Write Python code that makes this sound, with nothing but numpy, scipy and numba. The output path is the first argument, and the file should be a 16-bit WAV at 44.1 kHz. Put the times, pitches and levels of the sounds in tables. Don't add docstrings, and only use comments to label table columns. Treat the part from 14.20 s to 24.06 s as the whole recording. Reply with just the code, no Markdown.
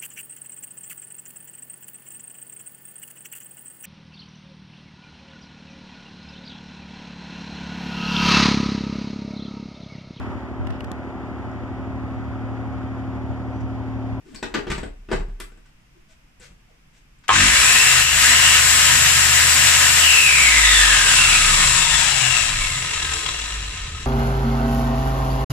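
import sys
import numpy as np
from scipy import signal
from scipy.fft import rfft, irfft, next_fast_len
from scipy.io import wavfile
from scipy.ndimage import uniform_filter1d
from numba import njit

SR = 44100
rng = np.random.default_rng(int(sys.argv[2]) if len(sys.argv) > 2 else 0)


def master_out(mix):
    frames = np.transpose(np.atleast_2d(mix))
    ceiling = np.clip(frames, -1, 1)
    pcm = np.round(ceiling * 32767).astype(np.int16)
    wavfile.write(sys.argv[1], SR, pcm)


N = 434826
T = np.arange(N) / SR


def undb(db):
    return 10 ** (np.asarray(db) / 20)


def unit(x):
    return x / np.sqrt(np.mean(x ** 2))


def noise(*rows):
    return rng.standard_normal((*rows, N))


def columns(table, at=T):
    axis, *rest = np.transpose(table)
    return [np.interp(at, axis, column) for column in rest]


def colour(x, points):
    hz, db = np.transpose(points)
    size = next_fast_len(N)
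    bins_hz = np.arange(size // 2 + 1) * SR / size + 1
    gain = undb(np.interp(np.log(bins_hz), np.log(hz), db))
    return irfft(rfft(x, size) * gain, size)[..., :N]


def ring(x, modes):
    return sum(undb(db) * signal.lfilter(*signal.iirpeak(hz, hz / width, SR), x)
               for hz, width, db in modes)


def walk(rate_hz):
    hold = int(SR / rate_hz)
    steps = np.repeat(rng.standard_normal(N // hold + 1), hold)
    return unit(uniform_filter1d(uniform_filter1d(steps, hold), hold)[:N])


@njit
def bandpass(x, hz, width_hz):
    y, band, low = np.empty(len(x)), 0., 0.
    for i in range(len(x)):
        g, damping = np.tan(np.pi * hz[i] / SR), width_hz[i] / hz[i]
        v = (band + g * (x[i] - low)) / (1 + g * (g + damping))
        band, low, y[i] = 2 * v - band, low + 2 * g * v, damping * v
    return y


def blurred_tone(hz, blur, core):
    phase = 2 * np.pi * np.cumsum(hz * (1 + 0.35 * blur * walk(150))) / SR
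    sine = np.sin(phase + 2 * np.pi * rng.random((2, 1)))
    bands = [bandpass(bandpass(n, hz, blur * hz), hz, blur * hz) for n in noise(2)]
    return core * sine + np.array([unit(band / np.sqrt(hz)) for band in bands])


# frequency in Hz, noise density in dB.
ROOM_TONE_SPECTRUM = [(12, -5), (20, -6), (43, -2), (61, -11.5), (97, -17), (135, -10.5), (151, -14),
                      (270, -21), (445, -32.5), (2690, -30), (4200, -41.5), (5090, -37.5), (15000, -52)]


def room_tone():
    mid = colour(noise(), ROOM_TONE_SPECTRUM)
    side = colour(colour(noise(), ROOM_TONE_SPECTRUM), [(100, -16), (500, 1)])
    return undb(-53.5) * np.array([mid + side, mid - side]) / np.sqrt(np.mean(mid ** 2))


# start in seconds, length in seconds, hiss in dB, creak pitch in Hz, creak in dB.
SLEEVE_MOVES = [(0.047, 0.13, -60, 266.6, -42.5), (1.75, 0.034, -72, 410, -55),
                (1.883, 0.054, -58.5, 620, -63), (2.198, 0.078, -49, 532, -55),
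                (2.48, 0.047, -70, 617, -59), (2.728, 0.074, -61.5, 600, -77)]


def rustles():
    hiss = unit(colour(noise(), [(300, -22), (1500, 6), (4000, 1), (8000, -2), (13000, -22)]))
    out = np.zeros(N)
    for start_s, length_s, hiss_db, creak_hz, creak_db in SLEEVE_MOVES:
        arch = np.sin(np.pi * np.clip((T - start_s) / length_s, 0, 1)) ** 0.59
        creak = np.sin(2 * np.pi * creak_hz * T + 4.9 * walk(56))
        out += arch * (undb(hiss_db) * hiss + undb(creak_db) * creak)
    return out


# time of the hardest push in seconds, level in dB.
PIN_DRAGS = [(0.14, -45), (0.44, -35), (1.078, -43)]
# socket box mode in Hz, width in Hz, gain in dB.
SOCKET_MODES = [(250, 130, -14), (286, 56, -2), (363, 29, 1), (400, 52, -4), (487, 210, -30),
                (710, 260, -11), (850, 130, -21), (1160, 210, -22), (1450, 300, -14), (1940, 110, -30),
                (2500, 120, -20)]


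def pin_drag(grit, rise_db_per_s=87, fall_db_per_s=101):
    pressure = sum(undb(db - np.maximum(rise_db_per_s * (peak_s - T), fall_db_per_s * (T - peak_s)))
                   for peak_s, db in PIN_DRAGS)
    return unit(ring(grit, SOCKET_MODES)) * pressure * undb(5.2 * walk(59.7))


# start in seconds, then blow, wall boom, edge and tick in relative dB.
HAND_KNOCKS = [(0.145, -59, -48, -35.5, -34), (0.226, -16, -41, -24, -34), (0.249, -31, -42, -50, -51),
               (0.34, -11.5, -48, -18, -35), (0.355, -20, -50, -46, -55), (0.368, -28, -39, -46, -48),
               (0.383, -21, -35, -47, -57), (0.467, -21.5, -35, -40, -60), (0.478, -32, -50, -39, -60),
               (0.5, -22.5, -28, -22, -30), (0.515, -24, -29.5, -22.5, -31), (0.551, -38, -32, -40, -46),
               (0.578, -24, -31, -31, -35), (0.63, -21.5, -34, -41, -38.5), (0.661, -54, -39, -55, -54),
               (0.79, -68, -49, -67, -70), (0.886, -29, -42, -58, -70), (0.902, -28, -59, -50, -56),
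               (0.914, -12, -59, -30, -34), (0.927, -13.5, -25.5, -32, -32), (0.956, -37, -30, -35, -46),
               (0.996, -29, -29.5, -52, -47), (1.082, -62, -39, -55, -58), (1.2, -33.5, -52, -29, -33),
               (1.316, -44, -54, -60, -58), (1.372, -43.5, -64, -70, -56), (1.456, -56, -71, -52, -56),
               (2.197, -47, -54, -58, -42), (2.308, -52, -48.5, -61, -56), (2.984, -65, -68, -64, -56),
               (3.037, -58, -70, -44, -58)]
# wall mode in Hz, width in Hz, gain in dB.
WALL_MODES = [(32, 2.5, 9), (41.7, 2.2, 1.5), (52.8, 3.2, -1), (91, 7.5, -5.5), (143, 32, -6.5),
              (182, 14, -2)]


def knocks(grit, rise_s=0.0018, scrape_s=0.0093):
    blow, edge, tick, thump, contact = np.zeros((5, N))
    for start_s, blow_db, boom_db, edge_db, tick_db in HAND_KNOCKS:
        age_s = np.maximum(T - start_s, 0)
        fade = (1 - np.exp(-age_s / rise_s)) * np.exp(-age_s / scrape_s)
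        blow += undb(blow_db) * fade
        edge += undb(edge_db) * fade
        tick += undb(tick_db) * fade ** 2
        contact[int(start_s * SR)] += undb(blow_db - 16)
        thump[int(start_s * SR)] += undb(boom_db)
    rap = np.convolve(contact, np.hanning(110) / 1.5)[:N]
    box = 20 * ring(rap + blow * (0.2 + 0.74 * grit), SOCKET_MODES)
    bright = unit(colour(noise(), [(450, -40), (1000, 2.5), (2500, -0.5), (3600, -5), (4600, -7.5),
                                   (7000, -14.5), (10000, -34)]))
    sharp = unit(colour(noise(), [(5000, -33), (7800, -2), (10000, -16), (12000, -34), (15000, -34)]))
    push = np.convolve(thump, np.hanning(300) / 150)[:N]
    return box, edge * bright + tick * sharp, 1500 * ring(push, WALL_MODES)


def impulses(hits):
    out = np.zeros(N)
    for start_s, db in hits:
        out[int(start_s * SR)] = undb(db)
    return out


# mode in Hz, width in Hz, gain in dB.
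PIN_MODES = [(4500, 160, 1), (5130, 180, -6)]


def pin_ping(start_s=0.16):
    return ring(impulses([(start_s, 3.5)]), PIN_MODES)


# mode in Hz, width in Hz, gain in dB.
ROCKER_MODES = [(2730, 300, -4), (7300, 500, -16), (9300, 450, 0), (11500, 600, -9)]


def switch_snap(start_s=1.202):
    return ring(impulses([(start_s, 0)]), ROCKER_MODES)


def trigger_arc(grind, start_s=3.081, decay_s=0.018):
    return (T > start_s) * np.exp(-np.maximum(T - start_s, 0) / decay_s) * undb(-21) * grind


ON_S, OFF_S, FULL_HZ = 3.085, 5.825, 489
PINION_TEETH, WHEEL_TEETH, BLADE_TEETH, FAN_VANES = 6, 38, 72, 27
MAINS_HZ, TOP_HZ = 50, 15200
SINCE_ON_S = np.maximum(T - ON_S, 0)
# speed still missing at the trigger in Hz, time constant in seconds.
RUN_UP_LAGS = [(186, .05), (243, .335)]


def armature_speed(drag_s=1.82, friction_hz=20.5, brake_hz=14, brake_s=0.15):
    driven = FULL_HZ - sum(missing_hz * np.exp(-SINCE_ON_S / lag_s) for missing_hz, lag_s in RUN_UP_LAGS)
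    free_s = np.maximum(T - OFF_S, 0)
    coast = (FULL_HZ + friction_hz - brake_hz) * np.exp(-free_s / drag_s) - friction_hz
    return np.where(T < OFF_S, driven, coast + brake_hz * np.exp(-free_s / brake_s))


def inrush_buzz():
    swell = undb(-18.5) * (SINCE_ON_S / 0.13) ** 2 * np.exp(1 - (SINCE_ON_S / 0.12) ** 2) / 3
    return swell * sum(undb(db + 2.6 * walk(18)) * np.sin(2 * np.pi * k * MAINS_HZ * T + 0.93 * walk(25))
                       for k, db in enumerate([-8, 6, 1, 3.5, -1, -5, -6.5], 1))


# start in seconds, relative level in dB.
TOOTH_SLAMS = [(3.0915, 29), (3.094, 31), (3.1035, 27), (3.113, 23)]
# mode in Hz, width in Hz, gain in dB.
GEAR_CASE_MODES = [(1067, 21, 9.5), (1164, 26, 6), (1300, 160, 1.5), (1740, 220, 0), (2280, 440, -5),
                   (3050, 400, 1.5)]


def gear_clack():
    slams = np.convolve(impulses(TOOTH_SLAMS), np.hanning(16) / 7)[:N]
    return ring(slams, GEAR_CASE_MODES) * np.array([[1], [0.5]])


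# mode in Hz, width in Hz, gain in dB.
HOUSING_MODES = [(1000, 48, -8), (1250, 41, -40), (1693, 700, -0.5), (2667, 230, -6.5), (3400, 16, -8),
                 (3600, 46, -50), (5840, 84, -16), (5900, 38, -62), (6940, 150, 2.5), (7590, 210, 0.5),
                 (9250, 39, 9)]


def housing(x):
    return 1.09 * x + 0.96 * ring(x, HOUSING_MODES)


# time in seconds, drone in dB against the clatter.
CASTING_LEVELS = [(3.5, -11), (3.9, -13), (4.1, -5), (4.22, -4.5), (4.3, -22), (4.5, -7.5), (4.65, -17),
                  (4.85, -9), (5.05, -16), (5.22, -2), (5.4, -27), (5.7, -24), (5.85, -30)]
# centre in Hz, width in Hz, gain in dB.
CASTING_BAND = [(1870, 470, 0)]


def gear_clatter(grind, clatter_db):
    drone = unit(ring(ring(noise(2), CASTING_BAND), CASTING_BAND))
    return (grind + undb(columns(CASTING_LEVELS)[0]) * drone) * undb(clatter_db + 0.91 * walk(15))


# time in seconds, whine in dB against the clatter, before radiation.
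MESH_LEVELS = [(3.09, 26), (3.15, -7), (3.27, -6), (3.42, -7), (3.6, -3.5), (3.75, -7), (3.87, -0.5),
               (4.05, -13), (4.2, -4.5), (4.35, -4), (4.47, -26), (4.65, -9), (4.8, -18), (5.0, -23),
               (5.79, -20), (5.82, -1), (5.92, 3), (6.1, 3.5), (6.4, 2.5), (6.7, -1), (7.0, -4),
               (7.6, -6.5), (8.2, -9.5), (9.86, -18)]
# frequency in Hz, radiation gain for tones in dB.
TONE_RADIATION = [(400, -36), (900, -10.5), (1500, -10.5), (3200, -2.5), (4050, -9), (4500, -24),
                  (9000, -42)]


def gear_whine(speed_hz, clatter_db):
    mesh = blurred_tone(PINION_TEETH * speed_hz, blur=np.where(T < OFF_S, 0.13, 0.15), core=0.66)
    return housing(colour(undb(clatter_db + columns(MESH_LEVELS)[0]) * mesh, TONE_RADIATION))


# time in seconds, rattle in dB against the clatter.
RATTLE_LEVELS = [(3.1, -7.5), (5.8, -10), (6.6, -6), (7.4, -4.5), (8.0, -6.5), (8.5, -2), (9.0, 1.5),
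                 (9.86, 0)]
# guard or fence mode in Hz, width in Hz, gain in dB.
LOOSE_MODES = [(1055, 17, 5), (1284, 60, 6), (1830, 190, -1.5), (2180, 34, 0), (2726, 230, 3.5),
               (2843, 55, 1.5), (3305, 270, 4.5), (3830, 150, 6), (5200, 60, -1), (5650, 110, 2.5),
               (7150, 80, 2), (7500, 280, -14)]


def loose_rattle(speed_hz, clatter_db, strikes_per_tooth=5):
    strike_rate_hz = strikes_per_tooth * PINION_TEETH * speed_hz
    strikes = noise(2) * (rng.random(N) < strike_rate_hz / SR) / np.sqrt(speed_hz)
    rattle = colour(ring(strikes, LOOSE_MODES), [(500, 4), (900, 2), (8000, -2), (12000, -55)])
    return unit(rattle) * undb(clatter_db + columns(RATTLE_LEVELS)[0])


# frequency in Hz, noise density in dB.
FAN_SPECTRUM = [(2350, -19.5), (4000, -4), (4350, -4.5), (5740, -1.5), (6310, -11), (6820, -2), (7710, 3.5),
                (8520, -5), (9740, -4), (11100, -18), (13500, -24), (15100, -33)]


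def fan(speed_hz, clatter_db, build_s=0.25, rush_knee_hz=57.6, vane_knee_hz=200):
    speed_share = speed_hz / FULL_HZ
    flow = np.clip(SINCE_ON_S / build_s, 0.03, 1) / np.hypot(1, (rush_knee_hz / speed_hz) ** 2)
    sizzle = unit(colour(noise(2), [(9000, -17), (11500, 5), (14000, 1), (15500, -32)]))
    sizzle *= undb(-14.5) * speed_share ** 1.7
    rush = (unit(colour(noise(2), FAN_SPECTRUM)) + sizzle) * flow * undb(clatter_db - 3 + 1.1 * walk(11))
    vane_gain = undb(-36 + walk(28)) * speed_share ** 0.5 / np.hypot(1, (vane_knee_hz / speed_hz) ** 3)
    return rush + vane_gain * blurred_tone(np.minimum(FAN_VANES * speed_hz, TOP_HZ), blur=0.02, core=0.5)


def near_speed(speed_hz, centre_hz, octaves):
    return np.exp(-(np.log2(speed_hz / centre_hz) / octaves) ** 2)


def throb_gain(speed_hz, armature_rad, blade_rad, rock_hz=40.3):
    rocking = unit(ring(noise(), [(rock_hz, 9, 0)]))
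    blade_db = 1.46 * near_speed(speed_hz, 266, octaves=1) * np.cos(blade_rad)
    armature_db = 1.7 * near_speed(speed_hz, 106, octaves=0.47) * np.cos(armature_rad)
    bench_db = 1.72 * near_speed(speed_hz, 71, octaves=0.93) * rocking
    return undb(blade_db + armature_db + bench_db + 0.72 * walk(45))


# armature speed in Hz, then blade imbalance, armature imbalance and guard drone in dB.
SHAKE_BY_SPEED = [(35, -41, -49.5, -56), (50.3, -40.5, -44, -56), (67, -38, -41, -46),
                  (87.5, -41, -46, -52), (100, -30, -41, -68), (125, -50, -36.5, -61),
                  (164, -38.5, -40, -51.5), (189, -33.5, -38, -50), (266, -39.5, -42, -50),
                  (340, -35, -42.5, -52), (400, -36.5, -35, -53), (452, -46, -35.5, -64),
                  (480, -42.5, -49, -53)]
# time in seconds, deep rumble in dB, rumble in dB.
RUMBLE_LEVELS = [(3.1, -36, -44), (3.25, -33, -38), (3.4, -30, -39), (3.5, -35, -39), (3.75, -37.5, -36.5),
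                 (4.21, -43, -36.5), (4.75, -41, -35), (5.3, -44, -39.5), (5.9, -52, -43.5),
                 (6.15, -50, -39), (6.5, -39, -44.5), (7.0, -37.5, -34.5), (7.3, -31, -35.5),
                 (8.05, -40, -38), (8.31, -32, -40.5), (8.84, -39, -47), (9.31, -35, -50), (9.5, -37, -42),
                 (9.86, -34, -47)]
# mode in Hz, width in Hz, gain in dB.
BENCH_MODES = [(34.7, 4, 4.5), (48.7, 10.1, 11), (74.8, 9.2, 6), (126.5, 4.9, 3.5), (145, 9.6, -4.5),
               (204, 26, -32), (334, 20, -19), (430, 36, -18)]


def bench_shake(speed_hz, armature_rad, blade_rad, settle_s=0.12):
    blade_db, armature_db, guard_db = columns(SHAKE_BY_SPEED, at=speed_hz)
    deep_db, rumble_db = columns(RUMBLE_LEVELS)
    overtone = 4 * np.exp(-speed_hz / 30) * np.sin(2 * armature_rad)
    force = undb(armature_db) * (np.sin(armature_rad) + overtone)
    force += undb(blade_db) * (np.sin(blade_rad) + 0.4 * np.sin(2 * blade_rad))
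    force *= 1 - np.exp(-SINCE_ON_S / settle_s)
    force *= undb(4 * near_speed(speed_hz, 67, octaves=1) * walk(9))
    shake = 0.2 * undb(blade_db) * np.sin(blade_rad) + 1.96 * ring(force, BENCH_MODES)
    for db, modes, band in [(deep_db, BENCH_MODES[:3], [(45.5, 220, 0)]),
                            (rumble_db, BENCH_MODES[3:6], [(139, 230, 0)]),
                            (guard_db, BENCH_MODES[6:], BENCH_MODES[6:])]:
        shake += undb(db + 2 * walk(3.7)) * unit(ring(ring(noise(), modes), band))
    return shake


# time in seconds, then whistle and second partial in dB against the clatter, before radiation.
WHISTLE_LEVELS = [(5.83, -50, -50), (6.3, -15, -30), (6.5, -5, -22), (6.7, -7, -18), (6.85, -12, -16),
                  (7.05, -4, -13), (7.25, -7, -12), (7.4, -10, -10), (7.55, -22, -9), (7.8, -31, -10),
                  (8.15, -18, -8), (8.3, -20, -10), (8.45, -24, -3), (8.65, -18, -9), (8.87, -18, -2),
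                  (9.05, -16, -10), (9.3, -22, -12), (9.86, -26, -29)]
# mode in Hz, width in Hz, gain in dB.
BLADE_MODES = [(2713, 91, 4), (2180, 110, -7), (3510, 170, 3)]


def blade_whistle(speed_hz, grind, clatter_db):
    first_db, second_db = clatter_db + np.array(columns(WHISTLE_LEVELS))
    tooth_hz = BLADE_TEETH * speed_hz * PINION_TEETH / WHEEL_TEETH
    whistle = undb(first_db) * blurred_tone(tooth_hz, blur=0.13, core=0.4)
    whistle += undb(second_db) * blurred_tone(2 * tooth_hz, blur=0.1, core=0.3)
    ringing = ring(whistle + 0.77 * undb(np.maximum(first_db, second_db)) * grind, BLADE_MODES)
    return housing(colour(whistle, TONE_RADIATION)) + ringing


# time in seconds, gear clatter in dB, left minus right in dB.
SAW_LEVEL_AND_PAN = [(3.1, -25, -1), (3.15, -13, 2), (3.29, -13, 1), (3.78, -14, 1.5), (3.87, -18, 2),
                     (4.02, -13.5, 2), (5.75, -13.5, 2), (6.05, -16.5, 1), (6.21, -15, 1),
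                     (7.4, -15.5, 1.5), (7.75, -19, 6.5), (8.2, -20, 6.5), (8.35, -24.5, 1.5),
                     (9.0, -29, 2.5), (9.6, -34.5, 1), (9.86, -39.5, 1)]
# frequency in Hz, noise density in dB.
GRIND_SPECTRUM = [(150, -27), (250, -9.5), (303, -29), (594, -14.5), (697, -9), (818, -11.5), (1020, -5.5),
                  (1820, 0.5), (2720, 1.5), (4330, -5), (6260, -4.5), (7700, -6), (8480, -10),
                  (11500, -24.5), (15000, -70), (22000, -120)]


def mitre_saw():
    speed_hz = armature_speed()
    clatter_db, _ = columns(SAW_LEVEL_AND_PAN)
    running = np.clip(SINCE_ON_S / 0.0244, 0, 1)
    armature_rad = 2 * np.pi * np.cumsum(speed_hz * running) / SR
    blade_rad = armature_rad * PINION_TEETH / WHEEL_TEETH
    throb = throb_gain(speed_hz, armature_rad, blade_rad)
    grind = unit(housing(colour(noise(2), GRIND_SPECTRUM)))
    teeth = gear_clatter(grind, clatter_db) + gear_whine(speed_hz, clatter_db)
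    teeth += blade_whistle(speed_hz, grind, clatter_db)
    rattle = throb ** 1.54 * loose_rattle(speed_hz, clatter_db)
    air = trigger_arc(grind) + gear_clack()
    air += running * (throb * teeth + rattle + fan(speed_hz, clatter_db))
    return air, running * bench_shake(speed_hz, armature_rad, blade_rad) + inrush_buzz()


def reflections(x, t60_s=0.28, treble_t60_s=0.24):
    t = np.arange(int(0.5 * SR)) / SR
    grain = rng.standard_normal((2, len(t)))
    low = signal.lfilter(*signal.butter(2, 2500, fs=SR), grain)
    tail = (low * undb(-60 * t / t60_s) + (grain - low) * undb(-60 * t / treble_t60_s)) * (t > 0.003)
    tail /= np.sqrt(np.sum(tail ** 2, axis=1, keepdims=True))
    return signal.fftconvolve(x[None], tail, axes=1)[:, :N]


# frequency in Hz, left minus right in dB.
SIDE_SHADING = [(60, 5), (110, 21), (200, 0), (380, 1.5), (690, 2), (1270, -1), (2340, 1), (4320, 0.5),
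                (6000, 3), (7900, 10), (8700, -5), (14700, -1.5)]


def place(stereo, plug_pan_db=3):
    pan_db = np.where(T < ON_S, plug_pan_db, columns(SAW_LEVEL_AND_PAN)[1])
    return np.array([colour(channel * undb(way * pan_db), [(hz, way * db) for hz, db in SIDE_SHADING])
                     for channel, way in zip(stereo, (0.5, -0.5))])


# frequency in Hz, gain of the saw's side signal in dB.
STEREO_SPREAD = [(60, -25), (110, -19), (200, -16), (380, -2.5), (690, 4.5), (1270, -9), (2340, -3),
                 (4320, -3.5), (7960, -2), (14700, 4)]


def scene():
    grit = noise()
    box, clicks, wall_boom = knocks(grit)
    socket = colour(box + pin_drag(grit), [(120, -26), (220, -9), (360, -7.5), (650, -8.5),
                                           (2500, -10.5), (5000, -16), (12000, -29)])
    handling = rustles() + socket + clicks + pin_ping() + switch_snap()
    (face, flank), shake = mitre_saw()
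    side = colour(flank, STEREO_SPREAD)
    saw = np.array([face + side, np.roll(face - side, 3)])
    air = undb(-2) * handling + reflections(handling) + undb(-3) * saw + undb(-8) * reflections(face)
    return place(air) + shake + wall_boom + room_tone()


def record(dry):
    lowpass = signal.ellip(10, 0.2, 70, TOP_HZ, fs=SR, output="sos")
    return signal.sosfilt(lowpass, np.tanh(0.76 * dry) / 0.85)


dry = scene()
out = record(dry)
master_out(out)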